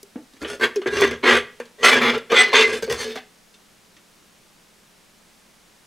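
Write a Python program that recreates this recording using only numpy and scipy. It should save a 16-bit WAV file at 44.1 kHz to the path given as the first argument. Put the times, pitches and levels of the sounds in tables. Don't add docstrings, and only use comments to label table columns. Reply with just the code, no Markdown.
import sys
import numpy as np
from scipy import signal
from scipy.fft import rfft, irfft, next_fast_len
from scipy.io import wavfile
from scipy.ndimage import uniform_filter1d

SR = 44100
rng = np.random.default_rng(int(sys.argv[2]) if len(sys.argv) > 2 else 0)


def transcribe(signal):
    frames = np.atleast_2d(signal).T
    limited = np.clip(frames, -1, 1)
    pcm = np.round(limited * 32767).astype(np.int16)
    wavfile.write(sys.argv[1], SR, pcm)


N = 258778
T = np.arange(N) / SR
RING_T = T[:SR // 5]
TOUCH_S = 0.004

# start_s, attack_s, hold_s, push level_db, swell_db over the hold,
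# edge_db (sharp + or flat - contact), bench rumble_db, top panel_hz, wall mode under the rim wall_hz,
# its strength wall_db, unaffected by brightness, grit_tilt_db_per_octave
PUSHES = [(0.154, 0.0023, 0.0031, -48.5, -9, -9.5, -60, 251, 897, 1.5, 2),
          (0.399, 0.028, 0.0069, -48, -8, 4.5, -45, 420, 1396, 18, 14),
          (0.447, 0.0022, 0.0042, -37, -7, -2.5, -66, 427, 1630, 5, 2),
          (0.46, 0.032, 0.049, -40.5, -3.5, 2, -55, 416, 1436, 4.5, 12),
          (0.595, 0.038, 0.0058, -15.5, 2, -7, -45.5, 367, 1568, 3.5, 9.5),
          (0.758, 0.0017, 0.0047, -40.5, -33, 10, -68, 410, 1120, -13, 2),
          (0.859, 0.018, 0.0025, -24, -4.5, -3.5, -45, 382, 1630, 14, 0),
          (0.903, 0.03, 0.088, -34, 5.5, -1, -41.5, 418, 1666, 0.5, 8),
          (1.013, 0.01, 0.017, -22, 4, -6, -43.5, 394, 1975, 3, 5),
          (1.05, 0.026, 0.066, -42, 4, -3.5, -42.5, 416, 1630, 5, 2),
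          (1.225, 0.015, 0.049, -20.5, 7.5, -8.5, -60, 368, 1490, -25.5, 7.5),
          (1.245, 0.044, 0.041, -13.5, -3, -5.5, -55, 381, 1974, -0.5, 3),
          (1.315, 0.019, 0.041, -18.5, -0.5, -5.5, -42, 401, 2450, -1.5, 9.5),
          (1.779, 0.053, 0.0013, -39, 7, -2, -55, 449, 1940, 10, 7),
          (1.825, 0.025, 0.045, -11.5, -5, -0.5, -64.5, 491, 1980, -2, 7.5),
          (1.905, 0.013, 0.024, -17.5, 1.5, -3.5, -51.5, 449, 2325, 0, 2),
          (1.948, 0.0092, 0.023, -19.5, 1.5, -5, -40, 440, 1640, -1, 0.5),
          (1.995, 0.022, 0.082, -20, 2.5, -5.5, -45, 457.5, 2297, -1, 1.5),
          (2.111, 0.035, 0.017, -29.5, -2, -3, -49.5, 426, 1373, 3.5, -4),
          (2.29, 0.012, 0.01, -36, 5, -3, -60, 454, 2100, -0.5, -1.5),
          (2.313, 0.007, 0.026, -20.5, 2.5, -6.5, -53, 474, 1207, -2.5, -11),
          (2.336, 0.035, 0.06, -18.5, -4.5, 1, -66.5, 418, 2443, 3, -1.5),
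          (2.434, 0.039, 0.058, -38.5, -2.5, 2, -66, 428, 4140, -8, -1.5),
          (2.527, 0.0032, 0.013, -19, 3, -3, -49, 437, 2310, -3.5, -2),
          (2.544, 0.0093, 0.076, -18, -4, 2, -70.5, 445, 2467, -2, -6),
          (2.641, 0.045, 0.037, -33, -2.5, -1, -50, 440, 1624, -11, 6),
          (2.716, 0.015, 0.045, -35, -6, 2.5, -52, 450, 1565, 0, 10),
          (2.817, 0.0086, 0.01, -43.5, 0.5, 6, -45, 480, 1590, 9, -4),
          (2.889, 0.012, 0.044, -36, -2, 3, -40.5, 448, 1580, -0.5, 6),
          (2.947, 0.058, 0.023, -41, 1.5, 6, -49.5, 464, 4280, -11.5, 9.5),
          (3.03, 0.012, 0.084, -48, -5, 6.5, -70, 455, 1690, 3, -9),
          (3.14, 0.022, 0.0036, -42, -2.5, 4, -62, 633, 1550, 4, -15)]
# time_s, panel_db before brightness, brightness_db_per_octave
LOOSENING = [(0.4, 7, -1.5), (2.1, -0.5, -1)]
REFERENCE_DB = -27
BOOM_LAW = (-28, 0.3168, -0.5, 330)
RASP_LAW = (-23, 0.9288, 0.5, 427.5)
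GRIT_LAW = (-31.5, 0.85, 1.68, 381)
RUMBLE_RELEASE_DB_PER_S = 212
CLIMB_DB = 19
SLIPS_PER_S = 380
# judder depth in dB,
# and the share of its power that comes in snags
JUDDER_RATES_HZ, JUDDER_DB = (21, 52.5), (0.43, 0.34, 0.32, 1.2)
SNAG_SHARES = (0, .1, .3, .5)


def scrape():
    out = np.zeros(N)
    loosening_s, panel_dbs, brightnesses = np.transpose(LOOSENING)
    for s, attack, hold, level, swell, edge, rumble, panel_hz, wall_hz, wall_db, grit_tilt in PUSHES:
        start = int(s * SR)
        span = slice(start, start + SR * 2 // 5)
        t = T[span] - s
        released = np.maximum(t - attack - hold, 0)
        climb = from_db(CLIMB_DB * np.minimum(t / attack - 1, 0))
        rise = np.clip(t / TOUCH_S, 0, 1) * climb
        pressure = level - REFERENCE_DB + swell * np.clip((t - attack) / hold, 0, 1)

        levels = [rumble - RUMBLE_RELEASE_DB_PER_S * released]
        for db, per_push, per_edge, release in (BOOM_LAW, RASP_LAW, GRIT_LAW):
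            levels.append(db + per_push * pressure + per_edge * edge - release * released)

        force = slips(len(t), SLIPS_PER_S, unevenness=.7, spread_db=2.0, dust_db=-3.5)
        panel_db = np.interp(s, loosening_s, panel_dbs)
        brightness = np.interp(s, loosening_s, brightnesses)
        contact = (panel_hz, panel_db, brightness, [(wall_hz, wall_db)], grit_tilt)
        first_point, last_point = casting(*contact), casting(*contact)
        travel = np.interp(t, [0, attack + hold], [0, np.pi / 2])
        leaving, arriving = force * np.cos(travel), force * np.sin(travel)

        judder, chatter = wobble(len(t), JUDDER_RATES_HZ), snags(len(t))
        registers = zip(first_point, last_point, levels, JUDDER_DB, SNAG_SHARES)
        for first, last, db, judder_db, share in registers:
            ringing = through(leaving, first) + through(arriving, last)
            ringing /= np.sqrt(np.abs(uniform_filter1d(ringing ** 2, size=1100)) + 1e-12)
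            snagging = np.sqrt(1 + share * (chatter - 1) * (released == 0))
            out[span] += ringing * rise * snagging * from_db(db + judder_db * judder)
    return out


def slips(size, per_s, unevenness, spread_db, dust_db):
    chance = rng.standard_normal((2000, 2))
    gaps = np.exp(unevenness * chance[:, 0]) / per_s
    at = (np.cumsum(gaps) * SR).astype(int)
    sizes = np.sqrt(gaps) * from_db(spread_db * np.clip(chance[:, 1], -2, 2))
    inside = at < size
    force = np.bincount(at[inside], sizes[inside], size)
    return rms_one(force) + from_db(dust_db) * rng.standard_normal(size)


def snags(size):
    fade_s = 0.0055
    catches = slips(size, per_s=150, unevenness=.5, spread_db=2.5, dust_db=-60) ** 2
    power = signal.lfilter([1], [1, -np.exp(-1 / (fade_s * SR))], catches)
    return power / power.mean()


# start_s, thud peak_db, top panel_hz, hardness_db (lifts the clack, tilts the ring),
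# tick_db against the thud
KNOCKS = [(0.03, -39, 401, -28, 9.5), (0.157, -32.5, 242, -6, -28), (0.187, -36, 307, -14, -35),
          (0.335, -46, 264, -4, 1), (0.366, -53, 317, 10, 3), (0.416, -29, 280, 1, -5),
          (0.43, -26.5, 318, 0, -22), (0.447, -29, 425, 9.5, -14), (0.597, -30, 360, -4.5, -3.5),
          (0.759, -22, 389, -8, -4), (0.817, -29, 404, 2.5, -10), (0.859, -13.5, 370, -3.5, -28),
          (0.968, -18, 393, 1.5, -3), (1.009, -22.5, 420, -5.5, 6.5), (1.017, -11, 428, 1.5, -18),
          (1.044, -15.5, 397, 3, -10), (1.075, -23, 424, 4, -4.5), (1.111, -22.5, 400, 2, -6.5),
          (1.6, -22.5, 484, -3, -11.5), (1.654, -46, 448, 5, 4), (1.831, -20, 466, 11.5, 1.5),
          (2.18, -30.5, 440, 4, -2), (2.317, -16.5, 470, 2, -5), (2.535, -21.5, 418, 4.5, -6),
          (2.824, -21, 479, -16, -8), (2.877, -24.5, 500, -5.5, -12), (2.912, -17.5, 473, -4.5, -5),
          (3.172, -37, 762, 13, -6), (3.541, -61, 420.6, 11, 17), (3.965, -56, 307, 12, 11)]
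CLACK_DB, CLACK_FADE_S = -1.5, 0.071
KNOCK_BRIGHTNESS, TILT_PER_HARDNESS = -2.5, 0.45
CRUNCH_S, TICK_FADE_S = 0.0039, .02


def knocks(panel_db):
    out = np.zeros(N)
    for s, thud_db, panel_hz, hardness, tick_db in KNOCKS:
        at = int(s * SR)
        brightness = KNOCK_BRIGHTNESS + TILT_PER_HARDNESS * hardness
        _, thud, clack, tick = casting(panel_hz, panel_db, brightness)
        clack = clack * np.exp(-RING_T / CLACK_FADE_S)
        crunch = rng.standard_normal(len(RING_T)) * np.exp(-RING_T / CRUNCH_S)
        tick = through(tick, crunch) * np.exp(-RING_T / TICK_FADE_S)
        for part, db in ((thud, 0), (clack, CLACK_DB + hardness), (tick, tick_db)):
            out[at:at + len(part)] += from_db(thud_db + db) * part / np.abs(part).max()
    return out


# pitch_hz, width_hz, level_db before brightness and scatter
COVER_MODES = [(72.4, 12, -10), (132, 25, -16.5), (235.9, 12, -4.5), (259.4, 31, -12.5), (352.9, 16, -10),
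               (420.2, 8.6, -2.5), (491, 26, -3.5), (520, 36, -8.5), (1063, 120, -15.5), (1172, 17, -6),
               (1455, 15, -8), (1565, 20, -9.5), (1630, 27.1, -7.5), (1785, 27, -9), (1924, 18, -5.5),
               (2095, 25, -4.5), (2265, 19, -7), (2429, 27, -9.5), (2513, 24, -12), (2850, 30.4, -16.5),
               (3167, 64, -21), (3424, 22, -17), (3510, 14, -23.5), (4340, 54, -24), (6316, 64, -28)]
# pitch_hz, density level_db before brightness and shell_db
SHELL = [(50, -20), (105, -41.5), (190, -12.5), (250, -14), (310, -18.5), (420, -9.5), (680, -11),
         (950, -9.5), (1600, -0.5), (3450, -6), (3900, -15), (6300, -26.5), (9500, -34.5), (15500, -55.5)]
# low_hz, high_hz
REGISTERS = [(58, 180), (180, 700), (700, 4500), (4500, 15600)]
SHELL_T60_S = [0.28, 0.099, 0.33, 0.19]
PANEL_WIDTH_HZ, WALL_WIDTH_HZ = 20.6, 32


def casting(panel_hz, panel_db, brightness, walls=(), grit_tilt=0, shell_db=-8.5, scatter_db=3.5):
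    def slope(hz):
        body = brightness * np.log2(np.clip(hz, 700, 4500) / 2000)
        return body + grit_tilt * np.log2(np.clip(hz, 5000, 11000) / 5000)

    hz, _, db = np.transpose(COVER_MODES)
    scatter = scatter_db * rng.standard_normal(len(hz))
    strengths = from_db(db + slope(hz) + scatter) * (-1) ** np.arange(len(hz))
    modes = strengths @ RINGS
    modes -= from_db(panel_db + slope(panel_hz)) * mode(panel_hz, PANEL_WIDTH_HZ)
    for wall_hz, wall_db in walls:
        modes += from_db(wall_db) * mode(wall_hz, WALL_WIDTH_HZ)

    shell_points = [(hz, db + slope(hz)) for hz, db in SHELL]
    crowd = from_db(shell_db) * colour(clustered(rng.standard_normal(len(RING_T))), shell_points)
    answers = []
    for sos, t60 in zip(REGISTER_FILTERS, SHELL_T60_S):
        fall = np.exp(-np.log(1000) * RING_T / t60)
        answers.append(signal.sosfilt(sos, modes + crowd * fall / np.linalg.norm(fall)))
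    return answers


def mode(hz, width):
    decay = np.exp(-np.pi * width * RING_T)
    return 2 * np.pi * width / SR * decay * np.sin(2 * np.pi * hz * RING_T)


RINGS = np.array([mode(hz, width) for hz, width, _ in COVER_MODES])
REGISTER_FILTERS = [signal.butter(4, edges, "band", fs=SR, output="sos") for edges in REGISTERS]


def clustered(x):
    spacing_hz, unevenness_db = 85, 4.8
    hz = np.arange(spacing_hz, 9000, spacing_hz)
    uneven = unevenness_db * np.clip(rng.standard_normal(len(hz)), -2, 1.5)
    db = uneven * ((hz > 900) & (hz < hz[-1]))
    return colour(x, np.transpose([hz, db]))


# time_s, pitch_hz, level_db before SQUEAL_DB
SQUEAL = [(2.362, 2045, -22.5), (2.393, 2017, -14.5), (2.422, 2020, -14), (2.434, 2025, -30.5),
          (2.448, 2010, -19.5), (2.488, 2030, -40), (2.505, 2050, -36.5), (2.53, 2070, -42.5)]
# time_s, pitch_hz, level_db before SQUEAL_DB
HOARSE_SQUEAL = [(2.53, 2054, -35), (2.545, 2050, -24), (2.628, 2050, -35), (2.642, 2074, -18.5),
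                 (2.666, 2053, -22.5), (2.69, 2080, -46)]
# multiple of the pitch, level_db against the fundamental
OVERTONES = [(2, -20), (3, -23), (4, -11.5)]
SQUEAL_DB = 5.5


def squeal():
    clear = sing(SQUEAL, OVERTONES, waver_hz=6, flutter_db=1, steepness=1.7, rough=1)
    hoarse = sing(HOARSE_SQUEAL, OVERTONES[:1], waver_hz=11, flutter_db=2, rough=1.2)
    return from_db(SQUEAL_DB) * (clear + hoarse)


# time_s, pitch_hz, level_db before GROAN_DB
GROANS = [
    [(0.759, 472, -39), (0.775, 413, -18.5), (0.8, 363, -29.5), (0.85, 385, -67)],
    [(0.925, 406, -27.5), (0.97, 429.6, -35), (1.005, 409.5, -21.5), (1.04, 392, -16), (1.07, 404, -35)],
    [(2.115, 441, -45), (2.135, 429.6, -40), (2.175, 457, -26), (2.215, 460, -58)],
    [(2.317, 485, -28), (2.33, 470, -20.5), (2.36, 440, -33)],
    [(2.53, 450.4, -43), (2.598, 434.8, -18.5), (2.7, 445.5, -35), (2.74, 435, -28.5), (2.8, 427, -41)],
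    [(2.822, 475, -36), (2.835, 461.6, -25), (2.87, 441.7, -44), (2.9, 418, -24), (2.918, 470, -36),
     (2.96, 414, -50)],
    [(3.03, 409.4, -49), (3.06, 434, -31.5), (3.132, 442.4, -40), (3.22, 427, -73)],
]
GROAN_DB = 6


def groans():
    return from_db(GROAN_DB) * sum(sing(rows, [], waver_hz=7, flutter_db=1.6) for rows in GROANS)


JITTER_HZ, SHIMMER_DB, JITTER_RATES_HZ = 17, 1.3, (90, 500)


def sing(rows, overtones, waver_hz, flutter_db, steepness=1, rough=0):
    s, hz, db = np.transpose(rows)
    span = slice(int(s[0] * SR), int(s[-1] * SR))
    t, out = T[span], np.zeros(N)
    waver, flutter = (wobble(len(t), [15, 90]) for _ in range(2))
    jitter, shimmer = (rough * wobble(len(t), JITTER_RATES_HZ) for _ in range(2))
    pitch = np.interp(t, s, hz) + waver_hz * waver + JITTER_HZ * jitter
    phase = 2 * np.pi * np.cumsum(pitch) / SR
    gain = from_db(np.interp(t, s, db))
    strength = (gain / gain.max()) ** steepness
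    tone = np.sin(phase)
    for multiple, level in overtones:
        tone += from_db(level) * strength ** (multiple - 2) * np.sin(multiple * phase)
    ends = np.clip(np.minimum(t - t[0], t[-1] - t) / TOUCH_S, 0, 1)
    out[span] = ends * gain * from_db(flutter_db * flutter + SHIMMER_DB * shimmer) * tone
    return out


# start_s, length_s, pitch_hz, glide_hz, level_db
SQUEAKS = [(0.47, 0.066, 9440, 94, -50), (0.621, 0.04, 1460, 0, -32), (0.623, 0.038, 1900, -1, -24),
           (0.626, 0.032, 3290, 4, -23), (0.628, 0.028, 4110, 10, -31), (0.621, 0.028, 4610, 3, -33),
           (0.861, 0.12, 1646, -2, -34.5), (0.92, 0.19, 6110, 101, -41), (1.015, .045, 1895, 0, -23.5),
           (1.264, 0.14, 1674, -20.5, -27), (1.33, .06, 2390, 0, -32), (1.832, 0.12, 1450, 0.5, -24),
           (1.837, .08, 3420, 6, -25.5), (1.84, .1, 2026, -1, -17.5), (1.845, .08, 6240, 4.5, -42.5),
           (1.883, 0.06, 1214, 1, -31), (2.018, .095, 1173, 55.5, -26), (2.347, 0.067, 3456, -51, -18),
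           (2.529, .095, 3560, 37.5, -16.5), (2.543, .1, 2280, -4, -28), (2.551, .1, 2760, -2, -24.5),
           (2.975, .058, 6340, -8, -38), (3.055, 0.12, 3600, 52, -46)]


def squeaks():
    hoarse_db, hoarse_hz = 3, 35
    out = np.zeros(N)
    for s, length, hz, glide_hz, db in SQUEAKS:
        at = int(s * SR)
        along = np.linspace(0, 1, int(length * SR))
        pitch = hz + glide_hz * (along - .5) + hoarse_hz * wobble(len(along), [30, 300])
        phase = 2 * np.pi * np.cumsum(pitch) / SR
        swell = np.sqrt(np.abs(np.sin(np.pi * along)))
        gain = swell * from_db(db + hoarse_db * wobble(len(along), [30, 300]))
        out[at:at + len(along)] += gain * np.sin(phase)
    return out


def room(x, t60, cutoff_hz):
    t = T[:SR // 2]
    tail = rng.standard_normal(len(t)) * np.exp(-np.log(1000) * t / t60) * (t > .006)
    tail = band(tail, [100, min(cutoff_hz, 15000)])
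    return through(x, tail / np.sqrt(np.sum(tail ** 2) * SR / 2 / cutoff_hz))


# pitch_hz, level_db
WIDTH = [(60, -25), (380, -41), (950, -28), (2500, -21), (5500, -17), (14000, -36)]
# pitch_hz, level_db
AIR_WIDTH = [(60, -6.5), (180, -5), (550, -4), (1650, -6), (4970, -9.5), (15000, -22)]


def ports(near, still):
    late = np.interp(T - .0004, T, near)
    side = colour(late, WIDTH) + colour(air(), AIR_WIDTH)
    mid = near + still
    return np.array([mid + side, mid - side])


# pitch_hz, rms level_db
HUM = [(177.6, -70), (215.3, -70)]


def background():
    out = air()
    for hz, db in HUM:
        out += from_db(db) * np.sqrt(2) * np.sin(2 * np.pi * hz * T)
    return out


# pitch_hz, relative density level_db
AIR = [(25, -1), (90, -6), (180, -2), (400, -3.5), (700, -6), (2500, -8.5), (6000, -11), (10000, -14.5),
       (15500, -23)]
AIR_DB = -55.7


def air():
    return from_db(AIR_DB) * rms_one(colour(rng.standard_normal(N), AIR))


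def wobble(size, edges):
    return rms_one(band(rng.standard_normal(SR), edges))[-size:]


def from_db(db):
    return 10 ** (np.asarray(db) / 20)


def rms_one(x):
    return x / np.sqrt(np.mean(x ** 2) + 1e-20)


def colour(x, points):
    hz, db = np.transpose(points)
    size = next_fast_len(len(x))
    bins = np.maximum(np.arange(size // 2 + 1) * SR / size, 1)
    gains = from_db(np.interp(np.log(bins), np.log(hz), db))
    return irfft(rfft(x, size) * gains, size)[:len(x)]


def band(x, edges):
    return signal.sosfilt(signal.butter(4, edges, "band", fs=SR, output="sos"), x)


def through(x, response):
    return signal.fftconvolve(x, response)[:len(x)]


def scene():
    cover = scrape() + knocks(panel_db=10.5) + squeal() + groans() + squeaks()
    near = cover + from_db(-16.0) * room(cover, t60=0.41, cutoff_hz=4750)
    return ports(near, background())


def record(dry):
    rounded = dry / (1 + dry ** 8) ** (1 / 8)
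    low_pass = signal.ellip(10, .05, 60, 15750, fs=SR, output="sos")
    return signal.sosfiltfilt(low_pass, rounded)


dry = scene()
out = record(dry)
transcribe(out)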